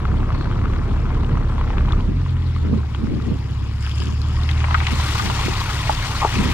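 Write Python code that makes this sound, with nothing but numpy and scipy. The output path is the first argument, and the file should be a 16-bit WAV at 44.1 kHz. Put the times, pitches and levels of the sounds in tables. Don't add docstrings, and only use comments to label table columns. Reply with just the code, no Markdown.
import sys
import numpy as np
from scipy import signal
from scipy.io import wavfile
from scipy.ndimage import uniform_filter1d, minimum_filter1d

SR = 44100
rng = np.random.default_rng(int(sys.argv[2]) if len(sys.argv) > 2 else 0)


def log_audio(samples):
    frames = np.atleast_2d(samples).T
    limited = np.clip(frames, -1, 1)
    pcm = np.round(limited * 32767).astype(np.int16)
    wavfile.write(sys.argv[1], SR, pcm)


N = 287973

# t/s, crank turns per second
CRANK_SPEED = [(2.15, 44.8), (2.55, 41.0), (3.02, 33.8), (3.54, 33.8), (4.5, 38.3), (4.81, 38.3),
               (5.39, 33.5), (6.36, 33.4), (6.53, 36.0)]
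# cycles per crank turn, level/dB
ENGINE_TONES = [(2, -24.5), (3, -27), (3.5, -32.5), (4, -31.5), (5, -31), (6, -37)]
# t/s, level/dB
ENGINE_LOAD = [(0, 0), (2.05, -1.5), (2.22, 1), (2.75, -1.5), (4.2, -.3), (4.55, 1.5), (5.0, -.8),
               (5.35, -.3), (5.7, -2.5)]
# f/Hz, level/dB
EXHAUST_RESPONSE = [(66, -2), (76, 5), (87, 3), (100, -0.5), (122, 0), (134, 1.5), (146, -14), (240, -18.5)]
# t/s, level/dB
BODY_SHAKE = [(0.0, -23.5), (0.16, -18), (1.71, -20.5), (1.93, -15.5), (2.18, -23.5), (2.5, -29.5),
              (4.07, -38), (4.25, -29), (4.8, -29), (6.53, -27.5)]
# t/s, level/dB
HOLLOWS = [(1.17, -24), (1.31, -18.5), (1.8, -24), (1.961, -31)]
# t/s, level/dB, f/Hz
STONE_KNOCKS = [(0.053, -17.5, 1250), (0.304, -19, 1130), (0.456, -22.5, 1210), (0.513, -20, 1170),
                (0.656, -19.5, 1250), (1.104, -24, 990), (1.233, -26, 1040), (1.372, -20.5, 1110),
                (1.426, -25, 1130), (1.581, -19, 1080), (1.612, -17, 1090), (1.704, -18, 1040),
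                (1.782, -18, 1170), (1.808, -22.5, 1190), (1.932, -19.5, 1200), (2.262, -26, 1050),
                (2.563, -25, 1130), (2.948, -21.5, 1070), (3.07, -27.5, 1290), (3.2, -26.5, 1240),
                (3.873, -22, 1420), (4.019, -26, 1100)]
# t/s, length/s, level/dB
WIND_GUSTS = [(2.063, 0.063, -32), (2.653, 0.03, -31.5), (2.724, 0.03, -23.5), (3.0, .08, -34),
              (3.11, .08, -28.5), (3.285, 0.04, -26), (4.009, .12, -34.5), (4.92, 0.054, -35),
              (5.228, 0.078, -34.5), (5.464, 0.035, -33.5), (6.377, .12, -26)]
# f/Hz, level/dB
SQUEAK_TONES = [(3610, -54), (4270, -48)]
# t/s, level/dB, f/Hz
PEBBLE_SNAPS = [(1.2463, -33, 2960), (1.7823, -28, 2670), (1.858, -33.5, 3160), (1.922, -24.5, 3500),
                (2.0068, -31, 3060), (2.9477, -28, 2970), (3.8643, -31, 2800), (3.9135, -28, 3270),
                (4.0228, -26.5, 3220), (4.0703, -31, 2960), (4.2168, -25.5, 4160), (4.4345, -28, 3800),
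                (4.5126, -24.5, 3600)]
# t/s, length/s, level/dB
GRAVEL_PATCHES = [(3.837, 0.052, -43.5), (3.99, 0.065, -43.5)]
# t/s, depth (1 is about full)
WATER_DEPTH = [(4.24, 0.16), (4.55, 0.42), (4.85, 0.76), (5.1, 1.12), (5.6, 0.98), (6.53, 0.98)]
# t/s, level/dB, f/Hz
WATER_SPLATS = [(4.4902, -14.5, 2090), (4.604, -19, 1950), (4.6422, -17, 1700), (4.7098, -19, 2140),
                (4.7436, -14, 1930), (4.803, -16, 1900), (4.8678, -10.5, 2300), (4.9072, -18.5, 2010),
                (5.1947, -17.5, 2100)]
# t/s, level/dB, f/Hz, cycles of ringing
WATER_SLOPS = [(4.642, -19, 934, 13), (4.684, -22, 1000, 16), (4.708, -17.5, 1020, 12),
               (4.722, -20.5, 960, 13), (4.7445, -8.5, 1270, 11), (4.813, -18, 1010, 13),
               (4.998, -19, 1000, 11), (5.153, -19.5, 1150, 12), (5.197, -17, 1210, 12),
               (5.299, -13.5, 920, 11), (5.391, -20, 1060, 8.5), (5.482, -17.5, 345, 8.9),
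               (5.895, -9.5, 800, 17)]
# f/Hz, level/dB
ARCH_TONES = [(440, -6.5), (710, -3), (850, 2.5), (1130, -0.5)]

# f/Hz, level/dB
RUMBLE_SPECTRUM = [(18, -12), (34, -0.5), (50, -3.5), (66, 2), (125, -6.5), (170, -12), (300, -19),
                   (600, -33)]
COBBLE_SPECTRUM = [(300, 6.5), (600, 0), (1150, 2.5), (1600, -8), (4300, -30), (7000, -32), (10500, -44),
                   (15500, -53.5)]
WIND_SPECTRUM = [(30, -12.5), (100, 0), (220, 4.5), (350, -5), (500, -15), (750, -39), (1500, -58)]
CLATTER_SPECTRUM = [(300, -10), (700, -0.5), (1200, 10.5), (1550, -5), (1950, -11), (6000, -39)]
GRIT_SPECTRUM = [(1500, 3.5), (3000, -3), (4900, -5), (6900, -10.5), (10500, -22.5), (15500, -34)]
GURGLE_SPECTRUM = [(700, -3), (900, -4), (1300, 3)]
WASH_SPECTRUM = [(300, 1), (580, -4.5), (850, 2.5), (1200, 4.5), (1500, -3), (1900, 2), (3800, -4.5),
                 (9000, -23)]
SPRAY_SPECTRUM = [(2500, -4), (4800, -7), (8000, -13), (10500, -21.5), (15500, -24.5)]

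# f/Hz, likeness (1 or more counts as fully alike)
STEREO_LIKENESS = [(55, 0.995), (130, 1.3), (250, 1.3), (550, 0.23), (1100, 1), (1900, 1), (5000, 0.17)]
# f/Hz, level/dB
LEFT_OVER_RIGHT = [(150, -1), (600, 2), (1300, 3.5), (2400, 5.5), (4400, 8.5), (8100, 4), (15000, -0.5)]

LANE_END_S, LANE_FADE_S, LANE_TURNS_PER_S = 2.0, 0.1567, 34
CUTOFF_HZ = 15750
TIME_S = np.arange(N) / SR


def from_db(db):
    return 10 ** (np.asarray(db) / 20)


def rms_one(x):
    return x / np.sqrt(np.mean(x ** 2) + 1e-20)


def pan(db):
    return from_db(db * np.array([[.5], [-.5]]))


def in_time(points):
    return np.interp(TIME_S, *np.transpose(points))


def at_hz(points, hz):
    pitches, values = np.transpose(points)
    return np.interp(np.log(hz), np.log(pitches), values)


def swell(start_s, length_s, attack_s, release_s):
    t = TIME_S - start_s
    return 10 ** -np.clip(np.maximum(-t / attack_s, (t - length_s) / release_s), 0, 10)


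def drift(rate_hz):
    step = 40
    r = np.exp(-2 * np.pi * step * rate_hz / SR)
    slow = signal.lfilter([1], [1, -2 * r, r * r], rng.standard_normal(N // step + 2002))[2000:]
    return np.interp(np.arange(N) / step, np.arange(len(slow)), rms_one(slow))


def ring(clicks, hz, cycles):
    decay = np.exp(-np.log(1000) * hz / (cycles * SR))
    soften = signal.butter(2, [hz / 2, min(hz * 2, CUTOFF_HZ)], "band", fs=SR, output="sos")
    resonator = [1, 0, -1, 1, -2 * decay * np.cos(2 * np.pi * hz / SR), decay * decay]
    return signal.sosfilt(np.vstack([soften, resonator]), clicks + 1e-18)


def place(pair, hz, alike=None):
    alike = np.clip(at_hz(STEREO_LIKENESS, hz) if alike is None else alike, -1, 1)
    both = np.sqrt(1 + alike) * pair[0] + np.sqrt(1 - alike) * pair[1] * [[1], [-1]]
    return both * pan(at_hz(LEFT_OVER_RIGHT, hz))


def noise(spectrum, flicker_db, rate_hz, alike=None):
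    low, high = spectrum[0][0], min(spectrum[-1][0], CUTOFF_HZ)
    edges = np.geomspace(low, high, int(np.log2(high / low) * 3) + 2)
    out, white = 0, rng.standard_normal((2, 2, N))
    for k, band in enumerate(zip(edges, edges[1:])):
        hz = np.sqrt(band[0] * band[1])
        pair = signal.sosfilt(signal.butter(2, band, "band", fs=SR, output="sos"), white[k % 2])
        gain = from_db(at_hz(spectrum, hz) + flicker_db * drift(rate_hz))
        out = out + gain * place(pair, hz, alike)
    return rms_one(out)


def grains(spectrum, low_hz, per_s, spread_db, cycles, share, pitches=18):
    hits = np.flatnonzero(rng.random(N) < per_s / SR)
    sizes = from_db(spread_db * np.minimum(rng.exponential(1, N), 4))[hits]
    out = 0
    for hz in np.geomspace(low_hz, min(spectrum[-1][0], CUTOFF_HZ), pitches):
        clicks = np.zeros((2, N))
        clicks[:, hits] = sizes * rng.standard_normal((len(hits), 2)).T * (rng.random(len(hits)) < share)
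        ringing = rms_one(ring(clicks, hz, cycles)) * np.sqrt(hz) * from_db(at_hz(spectrum, hz))
        out = out + place(ringing, hz)
    return rms_one(out)


def blows(rows, scatter, scatter_s, pan_db, cycles=None):
    out, t = np.zeros((2, N + SR)), np.arange(SR // 10) / SR
    for s, db, hz, *own_cycles in rows:
        push = scatter * rng.standard_normal((2, len(t))) * np.sqrt(hz / SR) * np.exp(-t / scatter_s)
        push[:, 0] += 1
        hit = ring(push, hz, own_cycles[0] if own_cycles else cycles)
        start = round(s * SR)
        out[:, start:start + len(t)] += from_db(db) * hit / np.abs(hit.mean(axis=0)).max()
    return out[:, :N] * pan(pan_db)


def engine(turns_per_s, crank_angle):
    shake_db = in_time(BODY_SHAKE) - 4 + 2 * drift(9.3)
    out = from_db(shake_db) * np.sin(crank_angle + 0.63 * drift(2.4))
    load_db = in_time(ENGINE_LOAD)
    for per_turn, db in ENGINE_TONES:
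        level_db = db + load_db + at_hz(EXHAUST_RESPONSE, per_turn * turns_per_s) + .6 * drift(12)
        phase = per_turn * (crank_angle + .03 * drift(16)) + rng.uniform(0, 2 * np.pi)
        out += from_db(level_db) * np.sin(phase)
    return np.sqrt(2) * out


def tyre_rumble():
    rolling = from_db(-14.5 + 0.47 * in_time(BODY_SHAKE))
    bumps = sum(from_db(db) * swell(s, 0, attack_s=0.062, release_s=.12) for s, db in HOLLOWS)
    return (rolling + bumps) * noise(RUMBLE_SPECTRUM, flicker_db=1.24, rate_hz=7.9)


def cobbles(crank_angle):
    shake = from_db(4.7 * np.cos(crank_angle))
    hiss = from_db(-.3) * shake ** .35 * noise(COBBLE_SPECTRUM, flicker_db=2.5, rate_hz=23.5)
    patter = grains(COBBLE_SPECTRUM[:-3], low_hz=950, per_s=130, spread_db=-2.5, cycles=10, share=.8)
    return from_db(-36.5) * (hiss + from_db(-6) * shake * patter)


def stone_knocks():
    knocks = blows(STONE_KNOCKS, cycles=9, scatter=.4, scatter_s=.004, pan_db=2.5)
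    tick_rows = [(s, db - 9, 1.65 * hz) for s, db, hz in STONE_KNOCKS]
    ticks = blows(tick_rows, cycles=7, scatter=.4, scatter_s=.003, pan_db=3)
    return from_db(1.2) * (knocks + ticks)


def wind():
    breeze = from_db(-36 - 2.1 * TIME_S)
    gusts = sum(from_db(db) * swell(s, length, attack_s=0.05, release_s=0.062)
                for s, length, db in WIND_GUSTS)
    lumps = from_db(5.45 * np.tanh([drift(26), drift(19.5)]))
    air = noise(WIND_SPECTRUM, flicker_db=2.5, rate_hz=22.7, alike=0.21)
    return from_db(5) * np.hypot(breeze, gusts) * lumps * air


def squeak():
    ringing = sum(from_db(db) * rms_one(ring(rng.standard_normal((2, N)), hz, cycles=42))
                  for hz, db in SQUEAK_TONES)
    roughness = from_db(3 * drift(90))
    return swell(0.35, 0.073, attack_s=0.013, release_s=0.021) * roughness * ringing


def pebbles():
    snaps = blows(PEBBLE_SNAPS, cycles=16, scatter=0.4, scatter_s=0.003, pan_db=7)
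    crack_rows = [(s, db - 6.5, 7000) for s, db, _ in PEBBLE_SNAPS]
    cracks = blows(crack_rows, cycles=3, scatter=.2, scatter_s=.004, pan_db=4)
    crack_gain = swell(4.5, 0, attack_s=2.38, release_s=N / SR)
    return from_db(3.5) * (snaps + crack_gain * cracks)


def engine_clatter(turns_per_s, crank_angle):
    level_db = -47 + 8 * np.log2(turns_per_s / LANE_TURNS_PER_S)
    firing_db = 3.1 * np.cos(2 * crank_angle)
    return from_db(level_db + firing_db) * noise(CLATTER_SPECTRUM, flicker_db=4.0, rate_hz=20)


def wet_grit():
    wet = from_db(-46.5) * swell(4.5, 0, attack_s=2.38, release_s=0.37)
    gravel = sum(from_db(db) * swell(s, length, attack_s=0.069, release_s=0.12)
                 for s, length, db in GRAVEL_PATCHES)
    hiss = noise(GRIT_SPECTRUM, flicker_db=3.5, rate_hz=29)
    crackle = grains(GRIT_SPECTRUM, low_hz=1800, per_s=300, spread_db=3.2, cycles=12, share=.6)
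    grit = np.hypot(wet, gravel) * (from_db(3) * hiss + from_db(-1) * crackle)
    echo_s = .00051
    echo = np.roll(uniform_filter1d(grit, size=3), round(echo_s * SR), axis=1)
    return grit - .65 * echo


def puddle():
    depth = in_time(WATER_DEPTH)
    rush = noise(WASH_SPECTRUM, flicker_db=3.0, rate_hz=21)
    bubbles = grains(WASH_SPECTRUM, low_hz=814, per_s=1600, spread_db=3, cycles=37, share=.1)
    wash = from_db(-34.5) * depth * (from_db(5) * rush + from_db(1) * bubbles)
    mist = noise(SPRAY_SPECTRUM, flicker_db=1.7, rate_hz=30)
    drops = grains(SPRAY_SPECTRUM, low_hz=3020, per_s=450, spread_db=2.5, cycles=12, share=.3, pitches=10)
    spray = from_db(-41) * depth ** 2.7 * (from_db(6) * mist + from_db(-1) * drops)
    wave = from_db(-42) * swell(4.3, N / SR, attack_s=0.52, release_s=0.52)
    gurgle = grains(GURGLE_SPECTRUM, low_hz=710, per_s=500, spread_db=3.5, cycles=30, share=.22, pitches=8)
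    slops = from_db(2) * blows(WATER_SLOPS, scatter=0.67, scatter_s=0.0081, pan_db=2)
    splats = from_db(-1) * blows(WATER_SPLATS, cycles=4.5, scatter=.9, scatter_s=.005, pan_db=5.5)
    flutter = from_db(0.9 * drift(42))
    return flutter * (wash + spray) + wave * gurgle + slops + splats


def water_slap():
    drumming = sum(from_db(db) * rms_one(ring(rng.standard_normal(N), hz, cycles=16))
                   for hz, db in ARCH_TONES[2:])
    surge = from_db(-21) * swell(6.215, 0.037, attack_s=0.007, release_s=0.037) * rms_one(drumming)
    slap_rows = [(6.247, db - 6.5, hz) for hz, db in ARCH_TONES]
    slap = blows(slap_rows, cycles=14, scatter=.2, scatter_s=.006, pan_db=0)
    muffle = signal.butter(6, 1240, fs=SR, output="sos")
    return signal.sosfilt(muffle, surge + slap) * pan(3.5)


def scene():
    on_lane = swell(0, LANE_END_S, LANE_FADE_S, LANE_FADE_S)
    turns_per_s = np.where(TIME_S < LANE_END_S + LANE_FADE_S / 2, LANE_TURNS_PER_S, in_time(CRANK_SPEED))
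    crank_angle = 2 * np.pi * np.cumsum(turns_per_s) / SR
    car = engine(turns_per_s, crank_angle) + tyre_rumble()
    car += on_lane * cobbles(crank_angle) + stone_knocks() + squeak()
    dirt_road = (1 - on_lane) * (engine_clatter(turns_per_s, crank_angle) + wet_grit())
    left, right = car + dirt_road + pebbles() + puddle() + water_slap()
    lag_s = .00009
    late_left = np.pad(left, (round(lag_s * SR), 0))[:N]
    faint_hiss = from_db(-66) * rng.standard_normal((2, N))
    return np.array([late_left, right]) + wind() + faint_hiss


def record(dry):
    ceiling_db, attack_s, recovery_db_per_s = -1.3, 0.0039, 46
    peak_db = 20 * np.log10(np.abs(dry).max(axis=0) + 1e-9)
    over_db = np.maximum(peak_db - ceiling_db, 0)
    recovery_db = recovery_db_per_s * TIME_S
    cut_db = np.maximum.accumulate(over_db + recovery_db) - recovery_db
    span = round(attack_s * SR)
    smooth_gain_db = uniform_filter1d(minimum_filter1d(-cut_db, span), span)
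    treble_cut = signal.ellip(12, .1, 90, CUTOFF_HZ, fs=SR, output="sos")
    return signal.sosfilt(treble_cut, dry * from_db(smooth_gain_db))


dry = scene()
out = record(dry)
log_audio(out)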